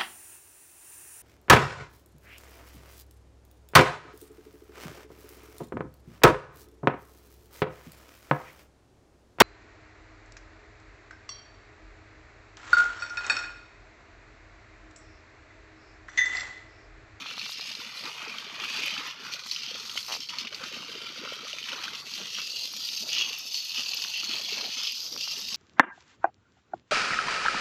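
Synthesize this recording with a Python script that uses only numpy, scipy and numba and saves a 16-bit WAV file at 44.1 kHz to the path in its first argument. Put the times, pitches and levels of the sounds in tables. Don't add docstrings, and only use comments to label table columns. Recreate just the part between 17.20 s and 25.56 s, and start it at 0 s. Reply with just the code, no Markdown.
import sys
import numpy as np
from scipy import signal
from scipy.fft import rfft, irfft, next_fast_len
from scipy.io import wavfile
from scipy.ndimage import uniform_filter1d, map_coordinates
from numba import njit

SR = 44100
rng = np.random.default_rng(int(sys.argv[2]) if len(sys.argv) > 2 else 0)


def ratio_of_db(decibels):
    return 10 ** (np.asarray(decibels, float) / 20)


def dump_mix(stems):
    frames = np.atleast_2d(stems).T
    limited = np.clip(frames, -1, 1)
    pcm = np.round(limited * 32767).astype(np.int16)
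    wavfile.write(sys.argv[1], SR, pcm)


N = 368676

# (time [s], flow [dB], fineness [dB])
JET_FLOW = [(0.0, -41, -4), (0.56, -42, 2), (1.11, -44, -3.5), (1.48, -36, -3), (1.77, -37, -6),
            (1.9, -39.5, -2), (2.23, -48, 4), (2.79, -44, 6.5), (3.34, -44, -1), (3.9, -43.5, -3.5),
            (4.46, -41.5, 1), (5.02, -45, 1), (5.57, -37.5, 7), (6.13, -45, 9.5), (6.69, -39, 4),
            (7.25, -38.5, 5), (7.8, -36.5, 0.5), (8.36, -42, 9.5)]
# (time [s], change [dB], half length [s], change of fineness [dB])
JET_GUSHES = [(0.038, -7.5, 0.018, 1.5), (0.066, 4, 0.0058, -6), (0.137, -4.5, 0.02, 0),
              (0.225, 1, 0.052, 2.5), (0.29, -2.5, 0.011, 5), (0.603, 0, 0.025, 0.5), (0.68, -2, 0.05, -6),
              (1.215, -5, 0.017, 3), (1.316, -7.5, 0.069, 0.8), (1.845, -5.5, 0.019, 2),
              (1.966, -8.5, 0.046, -1.8), (2.137, 10.5, 0.014, 0.5), (2.33, 8, 0.048, 1.5),
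              (2.48, 5.5, 0.084, -6.5), (2.778, 9, 0.016, -10.5), (2.931, 8.5, 0.024, -3),
              (3.074, -9, 0.0078, 8), (3.202, 7, 0.014, 1), (3.272, 5, 0.0086, -12), (3.267, -8, 0.0036, 2),
              (3.3, -11, 0.01, -1), (3.471, 5.5, 0.016, 0), (4.507, 4, 0.023, -2), (4.836, -16, 0.011, 13),
              (4.945, 6, 0.06, 0), (5.18, 5.5, 0.063, -3), (5.552, -5, 0.063, 0), (5.849, -8, 0.0075, 3),
              (5.88, -6.5, 0.0092, 5), (5.972, 11.5, 0.058, -15.5), (6.066, 3, 0.054, -5),
              (6.16, 3.5, 0.042, -8), (6.382, 3.5, 0.064, -1.5), (6.583, 6, 0.017, -4.5),
              (6.96, 4, 0.032, -7), (7.02, -3, 0.0089, -4), (7.12, 2.5, 0.015, -5), (7.3, 1.5, 0.03, -1),
              (7.577, 1.5, 0.036, -1), (7.675, 4, 0.018, -3.5), (7.8, -6.5, 0.043, 9.5),
              (7.904, -10, 0.04, 11), (7.968, -7.5, 0.015, 6)]
# (time [s], level [dB])
MISTING = [(0, -17.5), (0.35, -21.5), (0.7, -15), (1.3, -18.5), (1.7, -17), (2.4, -23), (2.85, -15),
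           (3.15, -22.5), (3.7, -18), (4.2, -22), (4.6, -18), (5.5, -18.5), (6.2, -19), (6.75, -18.5),
           (7.2, -19), (7.6, -21.5), (8.36, -19)]
# (time [s], rise [dB])
NOZZLE_SPITS = [
    (0.32, 10),
    (1.19, 5),
    (1.67, 2),
    (2.27, 6),
    (3.36, 5),
    (4.15, 7),
    (6.47, 2),
    (8.29, -1),
]
# (time [s], level [dB])
SPRAY_CLOSENESS = [(0, -5), (1.3, -6), (2.5, -3), (3.3, -4), (4.5, -4.5), (5.5, -0.5), (6, 1), (6.4, 0),
                   (6.8, 0), (7.1, -4), (7.35, -3.5), (7.6, -3), (7.85, 5.5), (8.36, -3.5)]
# (time [s], change [dB], half length [s])
COARSE_MIST_DIP = (7.27, -5, 0.19)
# (time [s], gain [dB], half length [s], pitch [Hz])
HOLLOW_POCKETS = [
    (1.09, -1, 0.05, 2500),
    (1.6, -2, 0.17, 2470),
    (6.98, 4, 0.035, 2750),
    (7.69, -5, 0.025, 2910),
]
# (time [s], peak [dB], ring [Hz])
LEAF_SLAPS = [(0.1027, -25, 2920), (0.181, -25.5, 4200), (0.1947, -21, 4330), (0.2141, -22.5, 2500),
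              (0.32, -21, 3650), (0.41, -18, 4130), (0.5164, -21, 4720), (0.5511, -20.5, 4090),
              (0.854, -22.5, 3860), (1.049, -29, 2500), (1.0793, -25, 2450), (1.0979, -25, 2640),
              (1.184, -20, 3130), (1.3997, -25, 2520), (1.4195, -23, 3100), (1.437, -24, 2620),
              (1.4541, -29, 2530), (1.48, -25, 2520), (1.6213, -21, 2530), (1.6763, -27, 2500),
              (1.7384, -18.5, 2880), (1.778, -20, 2650), (1.9094, -23, 2920), (2.137, -23, 4470),
              (2.1928, -24.5, 4140), (2.2366, -28, 4160), (2.2593, -29, 4170), (2.3124, -14, 4200),
              (2.347, -21, 4970), (2.362, -17.5, 2970), (2.4197, -24, 4340), (2.4784, -24, 2800),
              (2.5428, -21.5, 3600), (2.598, -23, 4200), (2.6957, -19.5, 3230), (2.7746, -15, 3030),
              (2.829, -26, 4040), (2.922, -17, 2880), (3.0044, -21, 5300), (3.088, -22.5, 4460),
              (3.093, -21, 2860), (3.155, -27, 4400), (3.1852, -13, 4250), (3.2495, -24, 2730),
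              (3.2707, -23.5, 2470), (3.3262, -26, 3000), (3.346, -18, 4500), (3.438, -21.5, 4400),
              (3.816, -29, 2980), (4.33, -20.5, 2830), (4.3849, -20, 2430), (4.4283, -23.5, 3020),
              (4.44, -26, 3000), (4.488, -21, 2980), (4.5185, -20.5, 2980), (4.5305, -23, 3600),
              (4.6808, -23, 3570), (4.734, -26, 2860), (4.749, -23, 2800), (4.9377, -18, 4540)]
# (time [s], peak [dB], ring [Hz])
SOIL_SLAPS = [(5.369, -18.5, 5000), (5.3944, -20, 3860), (5.475, -23, 3370), (5.5366, -26, 5300),
              (5.6883, -16, 3640), (5.7347, -17, 5200), (5.7744, -15.5, 5300), (5.8115, -30, 5140),
              (5.824, -26, 5300), (5.89, -18, 4170), (5.9004, -18.5, 2640), (5.919, -16, 2990),
              (5.9305, -12, 6340), (5.9452, -16, 4400), (5.9498, -26, 2960), (5.964, -20, 2950),
              (5.9827, -9.5, 2900), (6.0023, -18, 2700), (6.045, -19, 3000), (6.097, -19, 4740),
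              (6.3213, -23, 4730), (6.3438, -14.5, 4500), (6.377, -19.5, 4160), (6.449, -24, 4910),
              (6.5064, -27, 4970), (6.5606, -16, 5140), (6.606, -18, 4370), (6.6338, -17, 5170),
              (6.66, -19, 3750), (6.7179, -19, 4200), (6.735, -15, 2720), (6.7717, -15.5, 4980),
              (6.7987, -27, 4300), (6.8204, -14.5, 5100), (6.839, -16, 4380), (6.9376, -19, 2980),
              (7.043, -19, 4480), (7.0926, -15, 5010), (7.163, -19, 4370), (7.184, -20, 4470),
              (7.2173, -22, 4780), (7.289, -18, 4370), (7.336, -20, 4560), (7.3715, -19, 4700),
              (7.4094, -16, 4170), (7.5944, -21, 4800), (7.6333, -20, 4700), (7.67, -22, 3240),
              (7.7214, -18, 4730), (7.794, -27, 4940), (7.864, -25, 5400), (7.9758, -17.5, 4480),
              (8.009, -13.5, 5000), (8.054, -23, 5530), (8.0813, -20, 4760), (8.1215, -19, 4340),
              (8.1654, -22, 2800), (8.2854, -18, 4500), (8.327, -19, 5430), (8.3435, -13.5, 4850)]
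# (time [s], peak [dB])
NEAR_DROPS = [(0.3127, -35), (1.6596, -27), (1.8721, -38), (2.3236, -40), (2.7382, -39), (2.7736, -35),
              (2.8285, -38), (2.8709, -43), (2.8858, -36), (4.9392, -41), (5.2131, -40), (5.4745, -34),
              (5.5278, -32), (5.5653, -33), (5.672, -35), (5.7074, -42), (5.7803, -34), (5.8995, -33),
              (5.9688, -41), (6.097, -39), (6.1858, -26.5), (6.2537, -36), (6.2781, -32), (6.3345, -30),
              (6.4482, -32), (6.7017, -37), (6.7451, -26), (6.8029, -32), (6.9745, -30), (7.2374, -40),
              (7.4629, -35), (7.6331, -31), (7.658, -34), (7.7209, -31), (7.8965, -39), (7.9758, -36),
              (8.1843, -36), (8.2018, -30), (8.2856, -34)]
# (time [s], churning [dB], shallowness [dB])
PUDDLE_CHURN = [(0.0, -53, 6.5), (0.56, -55.5, 6), (1.11, -48.5, 8), (1.67, -48.5, 9), (2.23, -61, 8.5),
                (2.79, -53, 6.5), (3.34, -54, 3.5), (3.9, -55, 7), (4.46, -55.5, 6), (5.02, -57, 4.5),
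                (5.57, -60, 2.5), (6.13, -56.5, 7), (6.69, -67.5, 8.5), (7, -58, 5.5), (7.25, -55.5, 6),
                (7.5, -57.5, 2), (7.8, -63.5, 6), (8.36, -53, 1)]
# (time [s], change [dB], half length [s], change of shallowness [dB])
PUDDLE_GURGLES = [(0.344, -5.5, 0.05, 0), (0.865, 6, 0.023, 2), (1.272, -5.5, 0.098, -0.5),
                  (1.807, 3.5, 0.04, 4.5), (2.11, 9, 0.062, 2.5), (2.554, 7.5, 0.014, -4),
                  (2.852, -6.0, 0.055, 3), (2.92, -3, 0.027, 2), (3.059, -12, 0.053, -7),
                  (3.117, 5.5, 0.058, 8.5), (3.297, -10, 0.016, -3), (3.43, 3.5, 0.018, 7),
                  (3.335, 3, 0.012, 3), (3.622, 3.5, 0.061, -4.5), (3.757, 2.5, 0.017, -8),
                  (4.044, 5.5, 0.018, 1), (4.125, 4, 0.0084, -12), (4.17, 2.5, 0.049, 3),
                  (4.52, 1.5, 0.024, 3), (4.625, 4.5, 0.11, 5.5), (5.006, 7.5, 0.025, -4.5),
                  (5.135, -1, 0.04, -4), (5.192, 8.5, 0.018, 8), (5.273, -2, 0.029, 2),
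                  (5.41, 0, 0.036, -8.5), (5.853, 1, 0.07, -10.5), (5.994, 5, 0.072, 2.5),
                  (6.292, -1.5, 0.057, -8.5), (6.587, 12, 0.035, -1), (6.746, 9.5, 0.09, -6),
                  (7.117, 7, 0.058, -1), (7.3, -1, 0.025, -5), (7.382, 1, 0.03, 4), (7.412, 8.5, 0.075, -3),
                  (7.623, 5, 0.039, 8), (7.907, 4.5, 0.06, -7.5), (8.273, -8, 0.024, -2)]
# (time [s], peak [dB], pitch [Hz])
BIG_BUBBLES = [(0.602, -29, 1340), (0.872, -23, 1240), (0.617, -30, 970), (1.185, -21, 2300),
               (1.3, -34, 800), (1.602, -30, 1530), (1.766, -21.5, 1570), (1.818, -24.5, 1080),
               (2.05, -27, 1520), (2.145, -33.5, 537), (2.513, -28.5, 480), (2.55, -31, 510),
               (2.557, -30, 1300), (2.774, -18, 1370), (2.776, -13, 2120), (2.791, -22, 2900),
               (3.104, -29, 1700), (3.14, -29, 990), (3.272, -24, 2000), (3.327, -27, 1500),
               (3.434, -29, 220), (3.462, -33, 340), (3.53, -33, 400), (3.568, -30, 506), (3.57, -35, 230),
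               (3.607, -36, 260), (3.692, -30, 450), (3.817, -33, 423), (3.9, -32.5, 300),
               (3.922, -37, 530), (4.015, -29, 340), (4.035, -27, 420), (4.052, -27, 537),
               (3.629, -27.5, 1050), (3.755, -28.5, 460), (3.96, -27, 1410), (3.992, -30, 211),
               (4.049, -27, 1210), (4.075, -20, 1290), (4.121, -22, 510), (4.25, -29, 576),
               (4.269, -23.5, 1210), (4.296, -33, 1330), (4.335, -30, 574), (4.53, -15, 1380),
               (4.562, -28, 1370), (4.582, -22, 1170), (4.633, -27, 1340), (4.68, -17, 1470),
               (4.485, -24, 1560), (5.185, -27, 1410), (7.033, -26.5, 1290), (7.113, -34, 1250),
               (7.286, -32, 1010), (7.638, -28, 1230), (7.33, -31, 398), (7.38, -27.5, 1030),
               (7.41, -25, 1190), (7.446, -29, 705)]
# (time [s], peak [dB], pitch [Hz])
FINGER_SLIPS = [(0.059, -30, 1200), (0.178, -30, 1050), (0.261, -32.5, 1210), (0.293, -32, 1100),
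                (0.395, -35, 937), (2.262, -33, 1200), (2.756, -33, 800), (5.536, -36, 1100),
                (6.847, -30, 1540), (7.962, -31, 1150), (8.075, -32, 1160), (8.343, -38, 1080)]
# (frequency [Hz], density [dB per Hz])
DEEP_COLOUR = [(13, -61), (22, -38), (48, -37), (70, -29.5), (190, -14), (398, -14.5), (449, -13),
               (754, -17.5), (939, -9.5), (1100, -9.5), (1290, -6), (1710, -11), (2170, 1), (2600, 12),
               (3380, -15), (5720, -120)]
# (frequency [Hz], density [dB per Hz])
BRIGHT_COLOUR = [(820, -41), (1400, -46), (1710, -18), (2180, -13.5), (2390, -4), (2720, 0.5), (3830, -3.5),
                 (4500, 2.5), (6380, -8), (6700, -15), (7200, -22), (8650, -33), (9900, -32.5),
                 (10900, -30.5), (11350, -30.5), (11800, -27), (13000, -27), (15500, -43)]
LAYER_EDGES_HZ = (170, 780, 1850, 3600, 7500)
# (frequency [Hz], share of depth [1])
LEAF_SCATTER = [(300, 0.44), (2000, 1.6), (6000, 2.3), (12000, 0.89)]
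# (start [s], end [s], first delay [ms], last delay [ms], gain [1])
NEARBY_ECHOES = [(-1.5, 0.94, 0.59, 0.8, 0.17), (2.5, 3.45, 0.96, 0.9, 0.16), (3.5, 4.5, 1.13, 1.18, -0.15),
                 (5, 6.7, 0.53, 0.476, 0.025), (6.5, 8.3, 0.653, 0.668, -0.016),
                 (6.5, 6.8, 1.09, 0.97, 0.11), (7.5, 7.25, 1.37, 1.28, -0.17), (7, 7.25, 0.73, 0.74, 0.2),
                 (6, 7.25, 1.13, 1.175, 0.17), (8.5, 8.9, 1.508, 1.57, -0.11), (5, 7.9, 0.53, 0.53, -0.22),
                 (7.15, 7.6, 1.25, 1.2, 0.13), (8, 8.7, 1.03, 1.088, 0.15)]
# (start [s], end [s], first delay [ms], last delay [ms], gain [1])
BANK_ECHOES = [
    (1.9, 5.7, 0.7, 0.73, 0.23),
    (2.5, 5.5, 0.21, 0.31, 0.1),
    (2.7, 4.7, 1.1, 1.08, -0.15),
]


def jet(strikes, surge):
    patter_db, fizz_db = coarse_and_fine(JET_FLOW, JET_GUSHES)
    spits_db = sum(db * bell(s, half_s=0.015) for s, db in NOZZLE_SPITS)
    mist_db = course(MISTING)[0] + fizz_db + 0.29 * (fizz_db - patter_db) + spits_db
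    low, middle, high = LAYER_EDGES_HZ[-3:]

    coarse_drops = drops(count=9000, lo_hz=1626, hi_hz=3870, cycles=3.5, spread_db=7.5)
    patter = 0.32 * coarse_drops + 1.29 * strikes + 1.25 * wash()
    fine_drops = drops(count=14000, lo_hz=3225, hi_hz=8110, cycles=5.7, spread_db=1.5)
    fizz = 0.44 * fine_drops + 0.73 * strikes + 0.77 * wash()
    mist = 0.51 * strikes + 0.8 * wash()

    near_db, = course(SPRAY_CLOSENESS)
    thud = ratio_of_db(-9.5 - 1.06 * near_db) * coloured(patter, BRIGHT_COLOUR, low, 2305)
    patter = coloured(patter, BRIGHT_COLOUR, 2330, middle) + thud
    sparkle = ratio_of_db(-1.0 + 0.45 * near_db) * coloured(fizz, BRIGHT_COLOUR, 4690, high)
    fizz = coloured(fizz, BRIGHT_COLOUR, middle, 4685) + sparkle
    dip_s, dip_db, dip_half_s = COARSE_MIST_DIP
    coarse_mist_db = 3.0 - 0.34 * near_db + dip_db * bell(dip_s, dip_half_s) + 1.2 * wobble(30)
    coarse_mist = ratio_of_db(coarse_mist_db) * coloured(mist, BRIGHT_COLOUR, high, 11640)
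    mist = coarse_mist + ratio_of_db(0.57 * near_db) * coloured(mist, BRIGHT_COLOUR, 11351, SR)

    patter = unit(patter * ratio_of_db(0.93 * surge + 0.55 * wobble(22)))
    fizz = unit(fizz * ratio_of_db(0.79 * surge + 0.08 * wobble(19)))
    mist = unit(mist * ratio_of_db(0.92 * surge))
    return ratio_of_db(patter_db + 0.5) * patter + ratio_of_db(fizz_db + 1.0) * fizz + ratio_of_db(mist_db + 5.5) * mist


def breakup():
    lumps = bursts(count=900, fade_s=0.0037, spread_db=7.5)
    surge = 1.9 * wobble(14) + 2.08 * np.log(0.37 + lumps)
    return surge - uniform_filter1d(surge, size=6000)


def bursts(count, fade_s, spread_db):
    lumps = np.abs(impacts(count, spread_db))
    fading = signal.lfilter([1], [1, -np.exp(-1 / (fade_s * SR))], lumps)
    return fading / fading.mean()


def lulls():
    lull_db, lull_s = -3.5, 0.011
    dip, t = np.zeros(N + SR), np.arange(SR // 20) / SR
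    for s, *_ in LEAF_SLAPS:
        dip[N - round(s * SR):][:len(t)] += np.exp(-t / lull_s)
    return ratio_of_db(lull_db * np.minimum(dip[N:0:-1], 1))


def hollows(x):
    out, width_hz = x.copy(), 210
    for s, db, half_s, hz in HOLLOW_POCKETS:
        ringing = signal.lfilter(*signal.iirpeak(hz, hz / width_hz, SR), x)
        out += ratio_of_db(db) * bell(s, half_s) * ringing
    return out


def slaps():
    burst, t = np.zeros(N + SR), np.arange(SR // 8) / SR
    s, db, hz = np.transpose(LEAF_SLAPS + SOIL_SLAPS)
    tail, crack = ratio_of_db(-60 * t / 0.048), 1.7 * ratio_of_db(-60 * t / 0.0037)
    splash = (tail + crack) * (1 - np.exp(-t / 0.0007))
    for start, level in zip(s, db):
        burst[round(start * SR):][:len(t)] += ratio_of_db(level - 14) * splash
    spray = coloured(wash(), BRIGHT_COLOUR, 480, SR)
    mud_db = -3 * (s >= SOIL_SLAPS[0][0])
    bubbles = rings(s, hz, ratio_of_db(db - 3.5 + mud_db), life_s=7.3 / hz, rise_s=0.00014, climb=0.0036)
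    return burst[:N] * spray + bubbles


def ticks():
    burst, t = np.zeros(N + SR), np.arange(SR // 40) / SR
    for s, db in NEAR_DROPS:
        burst[round(s * SR):][:len(t)] += ratio_of_db(db - 9 - 60 * t / 0.015) * (1 - np.exp(-t / 0.0002))
    return burst[:N] * coloured(wash(), BRIGHT_COLOUR, 11200, 14300)


def gulps():
    s, db, hz = np.transpose(BIG_BUBBLES)
    t60_s = 0.028
    life_s = t60_s / np.log(1000) * np.sqrt(400 / hz)
    ring = rings(s, hz, ratio_of_db(db - 5.0), life_s, rise_s=0.32 * life_s, climb=0.013)
    return signal.sosfilt(signal.butter(2, 150, "high", fs=SR, output="sos"), ring)


def creaks():
    out, t = np.zeros(N + SR), np.arange(-150, 150) / SR
    drag_s, first_gap_s, slowing_s, scatter_s = 2.884, 0.0063, 0.00047, 0.0004
    slips, drag_db, arch_db, drag_hz = 9, -27.5, 6, 980
    drag = []
    for k in range(slips):
        s = drag_s + k * (first_gap_s + slowing_s * k) + rng.normal(0, scatter_s)
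        db = drag_db - arch_db * (2 * (k + 0.5) / slips - 1) ** 2
        drag.append((s, db, drag_hz * rng.normal(1, 0.044)))
    for s, db, hz in FINGER_SLIPS + drag:
        swing = -np.cos(2 * np.pi * hz * t) + 0.42 * np.sin(2 * np.pi * 2.0 * hz * t)
        jolt = swing * np.exp(-(t / 0.00064) ** 2)
        out[round((s - 0.0018) * SR):][:len(t)] += ratio_of_db(db + 0.5) * jolt
    return out[:N]


def puddle(strikes, surge):
    burble_db, babble_db = coarse_and_fine(PUDDLE_CHURN, PUDDLE_GURGLES)
    bottom, low, middle = LAYER_EDGES_HZ[:3]
    churn = 1.34 * wobble(16) + 0.86 * wobble(45)
    large = drops(count=900, lo_hz=190.4, hi_hz=700, cycles=2.45, spread_db=3)
    burble = coloured(0.92 * large + 2.3 * wash(), DEEP_COLOUR, bottom, low)
    burble = unit(burble * ratio_of_db(0.91 * churn + 0.52 * wobble(49)))
    middling = drops(count=5000, lo_hz=680, hi_hz=1886, cycles=1.66, spread_db=2.0)
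    babble = coloured(0.54 * middling + 0.56 * strikes + 1.24 * wash(), DEEP_COLOUR, low, middle)
    babble = unit(babble * ratio_of_db(0.83 * churn + 0.88 * surge))
    rumble_db = -67.0 + 0.59 * wobble(3.23) + 0.62 * churn + 0.47 * (burble_db - burble_db.mean())
    rumble = coloured(wash(), DEEP_COLOUR, 0.63, bottom) * ratio_of_db(rumble_db)
    return ratio_of_db(burble_db + 0.6) * burble + ratio_of_db(babble_db + 0.3) * babble + rumble


def drops(count, lo_hz, hi_hz, cycles, spread_db):
    when, pitch, size, life = rng.random((count, 4)).T
    hz = lo_hz * (hi_hz / lo_hz) ** pitch
    life_s = cycles * (0.32 + 1.24 * life) / hz
    start_s = when * (N - 1) / SR
    return unit(rings(start_s, hz, sizes(size, spread_db, 10.8), life_s, rise_s=0.11 * life_s, climb=0.028))


def impacts(count, spread_db):
    when, size, sign = rng.random((count, 3)).T
    clicks = sizes(size, spread_db, 22.6) * np.sign(sign - 0.5)
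    return unit(np.bincount((when * N).astype(int), clicks, N))


def wash():
    return rng.standard_normal(N)


def sizes(chance, spread_db, most_db):
    return ratio_of_db(np.minimum(-spread_db * np.log(1 - chance), most_db))


def rings(s, hz, size, life_s, rise_s, climb):
    out, ones = np.zeros(N), np.ones(len(s))
    start = (np.asarray(s) * SR).astype(np.int64)
    add(out, start, hz / SR, size, life_s * SR * ones, rise_s * SR * ones, climb)
    return out


@njit
def add(out, start, hz, size, life, rise, climb):
    for g in range(len(start)):
        for i in range(min(int(4 * life[g]), len(out) - start[g])):
            swing = np.sin(2 * np.pi * hz[g] * i * (1 + climb * i / life[g]))
            out[start[g] + i] += size[g] * swing * np.exp(-i / life[g]) * (1 - np.exp(-i / rise[g]))


def coloured(x, spectrum, lo_hz, hi_hz):
    m, hz = next_fast_len(N + SR // 4), np.fft.rfftfreq(4096, 1 / SR)
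    band = np.sqrt(above(hz, lo_hz) * (1 - above(hz, hi_hz)))
    cepstrum = irfft(np.log(ratio_of_db(along(spectrum, hz)) * band + 1e-6))
    cepstrum *= np.r_[1, 2 * np.ones(len(hz) - 2), 1, np.zeros(len(hz) - 2)]
    response = irfft(np.exp(rfft(cepstrum)))
    z = rfft(x, m)
    own_power = uniform_filter1d(np.abs(z) ** 2, size=2500)
    return unit(irfft(z / np.sqrt(own_power) * rfft(response, m), m)[:N])


def above(hz, edge_hz):
    return 1 / (1 + (edge_hz / (hz + 1)) ** 16)


def along(points, hz):
    f, v = np.transpose(points)
    return np.interp(np.log(hz + 1), np.log(f + 1), v)


def unit(x):
    return x / np.sqrt(np.mean(x ** 2) + 1e-20)


def wobble(rate):
    knots = rng.standard_normal(int(N * rate / SR) + 4)
    return map_coordinates(knots, [np.arange(N) * rate / SR])


def course(rows):
    s, *columns = np.transpose(rows)
    return [np.interp(np.arange(N) / SR, s, c) for c in columns]


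def coarse_and_fine(slow, events):
    level_db, lean_db = course(slow)
    for s, change_db, half_s, shift_db in events:
        bump = bell(s, half_s)
        level_db, lean_db = level_db + change_db * bump, lean_db + shift_db * bump
    return level_db - lean_db / 2, level_db + lean_db / 2


def bell(s, half_s):
    rise_share = 0.97
    since = np.arange(0, N + 64, 64) / SR - s
    width = half_s * np.where(since < 0, rise_share, 2 - rise_share)
    return np.repeat(np.exp(-0.5 * (since / width) ** 2), 64)[:N]


def foliage(x, depth_db):
    hz, _, z = signal.stft(x, SR, nperseg=1024)
    field = uniform_filter1d(rng.standard_normal(z.shape), size=2, axis=0)
    field = uniform_filter1d(field, size=14, axis=1)
    gain = ratio_of_db(depth_db * along(LEAF_SCATTER, hz)[:, None] * unit(field))
    gain = gain / np.sqrt(np.mean(gain ** 2, axis=1, keepdims=True))
    return signal.istft(z * gain, nperseg=1024)[1][:N]


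def echoes(x, surfaces):
    out, n = x.copy(), np.arange(N)
    for start, end, first_ms, last_ms, gain in surfaces:
        part = n[max(round(start * SR), 0):round(end * SR)]
        u = (part / SR - start) / (end - start)
        late = part - np.interp(u, [0, 1], [first_ms, last_ms]) * SR / 1000
        swell = np.sqrt(np.abs(np.sin(np.pi * u)))
        out[part] += gain * swell * np.interp(late, n, x)
    return out


def scene():
    strikes, surge = impacts(count=9000, spread_db=7), breakup()
    landing = hollows(lulls() * jet(strikes, surge))
    water = landing + echoes(puddle(strikes, surge), BANK_ECHOES)
    water = foliage(water, depth_db=1.7) + slaps() + gulps() + ticks()
    return (echoes(water, NEARBY_ECHOES) + creaks())[None]


def low_pass(x):
    return signal.sosfilt(signal.butter(12, 15740, fs=SR, output="sos"), x)


def record(dry):
    m, top_hz = next_fast_len(N), 15500
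    passed = np.fft.rfftfreq(m, 1 / SR) < top_hz
    mix = irfft(rfft(dry, m) * passed, m)[:, :N]
    return low_pass(mix)


dry = scene()
out = record(dry)
dump_mix(out)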